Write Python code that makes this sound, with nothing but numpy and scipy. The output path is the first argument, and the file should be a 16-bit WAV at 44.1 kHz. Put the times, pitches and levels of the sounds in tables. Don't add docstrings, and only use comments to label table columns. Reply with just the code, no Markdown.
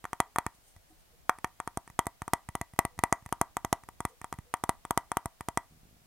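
import sys
import numpy as np
from scipy import signal
from scipy.fft import rfft, irfft
from scipy.io import wavfile

SR = 44100
rng = np.random.default_rng(int(sys.argv[2]) if len(sys.argv) > 2 else 0)


def wav_out(sig):
    wavfile.write(sys.argv[1], SR, np.round(np.clip(np.atleast_2d(sig).T, -1, 1) * 32767).astype(np.int16))


def gain_from_db(level_db):
    decades = np.asarray(level_db, float) / 20
    return 10 ** decades


N = 267550
RING_T = np.arange(SR // 6) / SR

# [f/Hz, width/Hz, level/dB]
NAIL_COLOUR = [(3120, 443, -7.5), (6080, 1130, -5), (6760, 660, -0.5), (7810, 1760, -2.5), (9140, 1024, 6),
               (9556, 830, 4.5), (10450, 870, -5.5), (12290, 400, -5), (14400, 800, -16),
               (15300, 670, -17.5)]


def unit_energy(x):
    return x / np.sqrt(np.sum(x ** 2, axis=-1, keepdims=True) + 1e-20)


def modes(hz, t60):
    decay = gain_from_db(-60 * RING_T / np.clip(t60, 0.003, 1)[:, None])
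    return np.sin(2 * np.pi * np.outer(hz, RING_T)) * decay


def sides(pan_db):
    return gain_from_db(np.multiply.outer([0.5, -0.5], pan_db))


def place(sounds, seconds):
    out = np.zeros((2, N + len(RING_T)))
    for k, start in enumerate(np.round(seconds * SR).astype(int)):
        out[:, start:start + len(RING_T)] += sounds[:, k]
    return out[:, :N]


def soften(x, contact_s):
    r = np.exp(-1 / (contact_s * SR))
    return signal.lfilter([(1 - r) ** 2], [1, -2 * r, r * r], x)


def radiate(x, low_hz):
    return signal.sosfilt(signal.butter(2, low_hz, "high", fs=SR, output="sos"), x)


def struck(level_db, mode_db, pan_db, hz, t60, scatter_db=1.6):
    strength = gain_from_db(mode_db + scatter_db * rng.standard_normal((len(level_db), len(hz))))
    shapes = modes(hz, t60)
    size = np.sqrt(np.sum((strength @ shapes) ** 2, axis=1))
    gain = (gain_from_db(level_db) / size)[:, None]
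    return (sides(pan_db) * strength * gain) @ shapes


def resonances(x, peaks):
    out = 0
    for k, (hz, width_hz, db) in enumerate(peaks):
        r = np.exp(-np.pi * width_hz / SR)
        poles = [1, -2 * r * np.cos(2 * np.pi * hz / SR), r * r]
        band = signal.lfilter([(1 - r * r) / 2, 0, (r * r - 1) / 2], poles, x)
        out = out + (-1) ** k * gain_from_db(db) * band
    return out


def lumps(rate_hz):
    r = np.exp(-2 * np.pi * rate_hz / SR)
    slow = signal.lfilter([1], [1, -2 * r, r * r], rng.standard_normal(N + SR))[SR:]
    return slow / slow.std()


def preamp_hiss():
    # [f/Hz, density/dB]
    spectrum = np.array([(88, -30.5), (150, -12.5), (213, -10), (702, 2), (905, -3), (3500, -7),
                         (13400, -9.5), (16000, -11)])
    hz = np.maximum(np.fft.rfftfreq(N, 1 / SR), 1)
    shape = gain_from_db(np.interp(np.log(hz), np.log(spectrum[:, 0]), spectrum[:, 1])) * (hz < 15950)
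    hiss = irfft(rfft(rng.standard_normal((2, N))) * shape, N)
    return gain_from_db(-69.5 + 3.5) * hiss / hiss.std()


def building_rumble():
    shared, *own = rng.standard_normal((3, N))
    band = signal.butter(1, [14, 45], "band", fs=SR, output="sos")
    rumble = signal.sosfilt(band, shared + 2.3 * np.array(own))
    rumble = soften(rumble, contact_s=0.00019) * gain_from_db(2.3 * lumps(3.9))
    return gain_from_db(-65.5) * rumble / rumble.std()


def house():
    # [t/s, f/Hz, level/dB, t60/s]
    knocks = [(0.098, 456, -66, .15), (0.262, 430, -58.5, .15), (0.674, 44.3, -38, 0.066),
              (0.758, 60.7, -40.5, 0.15), (0.899, 316, -49, 0.14), (.9, 740, -51, 0.12),
              (1.118, 476, -61, 0.17), (1.23, 688, -59.5, 0.33), (2.899, 490, -64, 0.58),
              (4.094, 480, -47, 0.16), (4.429, 490, -60, 0.59)]
    s, hz, db, t60 = np.transpose(knocks)
    blur = soften(rng.standard_normal((len(s), len(RING_T))), contact_s=0.006)
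    soft_start = 1 - np.exp(-RING_T / 0.017)
    rings = gain_from_db(db)[:, None] * modes(hz, t60) * soft_start * np.cos(3 * np.pi * RING_T)
    rings *= 0.8 + 0.6 * blur / blur.std()
    return place(np.array([rings, rings]), s)


def bedroom(x):
    # [f/Hz, level/dB, t60/s]
    decay = np.array([(100, -42, 0.32), (395, -31.5, 0.16), (930, -23, 0.22), (2476, -25.5, 0.17),
                      (7920, -39, 0.34), (15420, -40.5, .12)])
    # [delay/s, level/dB]
    echoes = [(.0095, -27), (0.032, -38.5)]
    t = np.arange(SR // 3) / SR
    tail, edges_hz = 0, 70 * 2 ** np.arange(0, 8.1, 0.5)
    for low, high in zip(edges_hz, edges_hz[1:]):
        centre = np.log(low * high) / 2
        db, t60 = [np.interp(centre, np.log(decay[:, 0]), decay[:, c]) for c in (1, 2)]
        shared, *own = rng.standard_normal((3, len(t)))
        sos = signal.butter(2, [low, high], "band", fs=SR, output="sos")
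        band = signal.sosfilt(sos, 4.8 * shared + own)
        band = unit_energy(band * gain_from_db(-60 * t / t60) * (t > 0.005))
        tail = tail + gain_from_db(db) * np.sqrt(high - low) * band / np.sqrt(SR / 2)
    for delay_s, db in echoes:
        spots = int(delay_s * SR) + np.arange(0, 60, 7)
        tail[:, spots] += gain_from_db(db - 17.5) * rng.standard_normal((2, 9))
    return signal.fftconvolve(x.mean(axis=0)[None], tail, axes=1)[:, :N]


def palm():
    # [f/Hz, width/Hz, level/dB]
    flesh = [(131.6, 92, 4), (280, 187, -3.5), (683, 170, -26)]
    turn_s, attack_s, fade_db_per_s = 5.7, 0.034, 21
    rub = resonances(resonances(rng.standard_normal(N), flesh), flesh)
    since = np.arange(N) / SR - turn_s
    rise = np.clip(1 + since / attack_s, 0, 1) ** 2
    level_db = -69.5 - fade_db_per_s * since + 3 * lumps(40)
    return rise * gain_from_db(level_db) * rub / rub.std()


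def skin_brush():
    # [t/s, half length/s, level/dB]
    strokes = [
        (0.552, .05, -70),
        (0.677, 0.11, -64.5),
        (0.908, .06, -70),
        (1.0, 0.031, -65.5),
        (4.094, 0.037, -61),
    ]
    brush = resonances(rng.standard_normal((2, N)), NAIL_COLOUR)
    t = np.arange(N) / SR
    swell = sum(gain_from_db(db - 20 * np.abs(t - s) / half_s) for s, half_s, db in strokes)
    return swell * gain_from_db(2.7 * lumps(60)) * brush / brush.std()


def creaks():
    # [t/s, level/dB]
    lone = [
        (0.548, -58),
        (0.586, -57),
        (0.848, -64),
        (0.928, -59),
        (1.139, -68),
    ]
    # [start/s, end/s, gap/s, level/dB]
    slip_runs = [
        (5.698, 5.78, 0.011, -51.5),
        (5.81, 6.06, 0.019, -49),
    ]
    uneven, spread_db, fade_db_per_s = 0.142, 1.5, 36
    runs = [np.transpose(lone)]
    for start_s, end_s, gap_s, level_db in slip_runs:
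        late, weak = rng.standard_normal((20, 2)).T
        s = start_s + gap_s * np.cumsum(1 + uneven * late)
        db = level_db + spread_db * weak - fade_db_per_s * (s - start_s)
        runs.append(np.array([s, db])[:, s < end_s])
    return np.hstack(runs)


def grip():
    # [f/Hz, level/dB, t60/s]
    grip_modes = [(93, 2.5, 0.011), (198, 1.5, 0.012), (342, -28, 0.065), (740, -14, 0.036)]
    s, level_db = creaks()
    hz, db, t60 = np.transpose(grip_modes)
    centred = np.zeros((len(s), len(hz)))
    slips = place(struck(level_db + 18.5, db, centred, hz, t60, scatter_db=3.0), s)
    return soften(slips, contact_s=0.0002)


def contacts():
    # [t/s, plate/dB, spot/dB (+ centre), upper re plate/dB, thump re plate/dB]
    centre_taps = [(0.0527, -21.5, 24, -5.5, -19), (0.202, -7, 3, -1, -10), (0.3599, -15, 17, -4.5, -16),
                   (0.4647, -18, 12, 1.5, -3.5), (1.2945, -5.5, 21, -6.5, -20.5),
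                   (1.4444, -15, 12.5, 2.5, -7.5), (1.6011, -19, 12, -5.5, -14.5),
                   (1.6753, -20, 11, -6.5, -7), (2.219, -23.5, 11, -0.5, -2.5),
                   (3.3254, -13.5, 3.5, -13.5, -7), (3.5682, -14.5, 5.5, -4.5, -12),
                   (3.888, -30, 6.5, -2.5, -8), (4.0514, -15.5, 4, 1, -4),
                   (4.2434, -23.5, 8.5, -4.5, -12.5), (4.5394, -12.5, 8, -1.5, -14.5),
                   (4.851, -25, 7, -4.5, -8.5), (5.117, -15, 8, -6.5, -13.5), (5.408, -26, 8, 2.5, -3.5)]
    # [t/s, plate/dB, spot/dB (- rim), upper re plate/dB]
    rim_taps = [(0.0417, -29, 4.5, 5), (0.131, -18.5, 8.5, -2.5), (0.3846, -9.5, 7, -1.5),
                (1.7728, -17.5, -1.5, -11.5), (1.9909, -8, 3, -2), (2.068, -17.5, -1, -0.5),
                (2.2793, -22.5, 6.5, -8), (2.3344, -8, 0, 0.5), (2.5523, -17, 1, -0.5),
                (2.613, -20, -2, 6.5), (2.7899, -6, -0.5, 2.5), (2.8508, -16, -2, 3), (3.037, -7, 1.5, 2.5),
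                (3.1256, -7, -0.5, 1.5), (3.4134, -8, -.5, -7), (3.6476, -16.5, 0, -2.5),
                (3.7277, -8, -1.5, -5), (4.0043, -20.5, 2.5, -5), (4.3262, -21, 6.5, -5.5),
                (4.638, -15, 2.5, -6), (4.6926, -9, 1, -3), (4.908, -11.5, 3, -11), (4.9752, -8.5, 1.5, -2),
                (5.1697, -11, 3.5, -8), (5.2575, -19.5, -1, -5.5), (5.4857, -17.5, 0, -4),
                (5.5737, -11, 1.5, 1.5)]
    # [t/s, plate/dB, spot/dB, thump re plate/dB]
    pad_taps = [(0.7637, -46.5, -3, -1.5), (1.386, -37, 9, -5), (1.8764, -38, 11, -5.5), (1.9, -40, 4.5, 0),
                (2.488, -29, 5, 1.5), (2.7356, -42.5, -1, 5.5), (2.762, -48.5, 2, -10.5),
                (2.978, -46.5, -2, 8), (2.9898, -21.5, 2.5, -3), (3.224, -51.5, 11, 8),
                (3.261, -32.5, 5, 0.5), (3.2902, -41, 5, -21), (3.8359, -41.5, 9, -2.5),
                (4.215, -33, 11.5, -3.5), (4.339, -38.5, 2, 2), (4.387, -37, 6, 10)]
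    # [t/s, plate/dB]
    grazes = [
        (0.147, -56.5),
        (1.473, -51),
        (2.056, -41.5),
        (3.254, -53),
        (4.569, -50),
    ]
    rim_thump_db, thump_per_spot, thump_per_force = -6.5, -0.6, -0.32
    nail_db, nail_per_spot, nail_per_thump = -8.5, -0.22, 0.25
    rows = []
    for s, db, spot, upper, thump in centre_taps:
        excess = max(thump - rim_thump_db, -12.0)
        nail = nail_db + nail_per_spot * spot + nail_per_thump * excess
        rows.append((s, db, thump, upper, nail, spot))
    for s, db, spot, upper in rim_taps:
        thump = rim_thump_db + thump_per_spot * spot + thump_per_force * (db + 12)
        nail = nail_db + (nail_per_spot + nail_per_thump * thump_per_spot) * spot
        rows.append((s, db, thump, upper, nail, spot))
    rows += [(s, db, thump, 5.5, -6.5, spot) for s, db, spot, thump in pad_taps]
    rows += [(s, db, -8, 3.5, -1.5, 0) for s, db in grazes]
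    return np.transpose(sorted(rows))


def hand_thump(level_db, thump_db, pan_db):
    # [f/Hz, level/dB, t60/s, slope/(dB per dB of thump)]
    hand_modes = [(104.3, 11, 0.013, 4.5), (285, -2.5, 0.01, 2), (510, -4, 0.006, -2.5)]
    pad_dulling = [0, -.6, -.8]
    hz, db, t60, slope = np.transpose(hand_modes)
    softness = np.clip(thump_db + 6, 0, 20)
    db = db + np.outer(softness, pad_dulling) + np.outer(thump_db, slope)
    return struck(level_db + thump_db + 3.5, db, pan_db - 7.5 + 0 * hz, hz, t60)


def plate_ring(level_db, spot_db, pan_db):
    # [f/Hz, level/dB, t60/s, slope/(dB per dB of spot), left-right re disc/dB]
    plate_modes = [(694.6, 0.5, 0.04, -1, -3), (785.6, 5.5, 0.027, 1.97, -7.5),
                   (945.6, -3, 0.052, 2.88, -3), (996, 6.5, 0.0095, 2.5, -5.5),
                   (1168.5, 2.5, 0.018, 3.09, 0), (1264, -2, 0.0042, 4, -5.5), (1570, -13, .022, .2, -1),
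                   (3280, -10, 0.019, 3, -18), (4290, -23, 0.025, -4, 10.5), (4770, -30.5, .01, -8, 13),
                   (737, -24.5, .12, 3.5, -5), (997, -18.5, 0.11, 2.1, -1), (1130, -19.5, 0.11, 0.8, -2),
                   (953, -15, 0.15, 1.66, -3.5)]
    hz, db, t60, slope, side_db = np.transpose(plate_modes)
    return struck(level_db, db + np.outer(spot_db, slope), pan_db + side_db, hz, t60)


def upper_ring(level_db, upper_db, spot_db, pan_db):
    # [f/Hz, level/dB, t60/s, left-right re disc/dB]
    upper_modes = [(1836, -13, .028, -15.5), (1974, 6.5, 0.026, -9.5), (2232, -9.5, 0.011, -11),
                   (2503, -13, 0.027, -4.5)]
    per_spot = [1, -1.3, 0.7, -.1]
    hz, db, t60, side_db = np.transpose(upper_modes)
    return struck(level_db + upper_db - 9.0, db + np.outer(spot_db, per_spot), pan_db + side_db, hz, t60)


def nail_tick(level_db, nail_db):
    count = len(level_db)
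    grit = rng.standard_normal((3, count, len(RING_T)))
    fading = gain_from_db(-60 * RING_T / 0.0065) + gain_from_db(-36.5 - 60 * RING_T / 0.087)
    tick = unit_energy(resonances((grit[0] + grit[1:]) * fading, NAIL_COLOUR))
    pan = sides(2.2 * rng.standard_normal(count))[:, :, None]
    return tick * gain_from_db(level_db + nail_db - 1.5)[:, None] * pan


def taps():
    # [t/s, left-right/dB]
    disc_position = [(0.0, 5), (1.67, 5.5), (3.01, 7.5), (3.75, 5), (4.07, 5.5), (5.93, 5.5), (6.07, 3)]
    s, plate_db, thump_db, upper_db, nail_db, spot_db = contacts()
    pan_db = np.interp(s, *np.transpose(disc_position))[:, None]
    level_db = plate_db + 15
    plate = plate_ring(level_db, spot_db, pan_db)
    upper = upper_ring(level_db, upper_db, spot_db, pan_db)
    thump = hand_thump(level_db, thump_db, pan_db)
    tick = nail_tick(level_db, nail_db)
    land_s = s + 0.0003
    pad = place(radiate(soften(thump, contact_s=0.00028), low_hz=59.5), s - 0.0001)
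    ring = place(radiate(soften(plate, contact_s=0.00006), low_hz=356), land_s)
    brush_gain = gain_from_db(-20.5 - 0.88 * spot_db)[:, None]
    ring += place(brush_gain * soften(plate + thump, contact_s=0.00007), land_s - 0.00084)
    rim = place(radiate(soften(upper, contact_s=0.00006), low_hz=1411), land_s + 0.00013)
    ring -= 0.4 * signal.lfilter(*signal.iirpeak(370, 1.3, fs=SR), ring)
    body = pad + ring
    body -= 0.53 * signal.lfilter(*signal.iirpeak(585, 3.5, fs=SR), body)
    return body + rim + place(tick, land_s - 0.00005)


def scene():
    near = taps() + grip() + skin_brush()
    background = house() + preamp_hiss() + building_rumble()
    return near + gain_from_db(5.5) * bedroom(near) + background + palm()


def roll_off(x):
    return signal.sosfilt(signal.butter(12, 16890, fs=SR, output="sos"), x)


def record(dry):
    cut = signal.sosfilt(signal.butter(1, 18, "high", fs=SR, output="sos"), dry)
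    cut = signal.sosfilt(signal.cheby2(10, 50, 17200, fs=SR, output="sos"), cut)
    return roll_off(cut)


dry = scene()
out = record(dry)
wav_out(out)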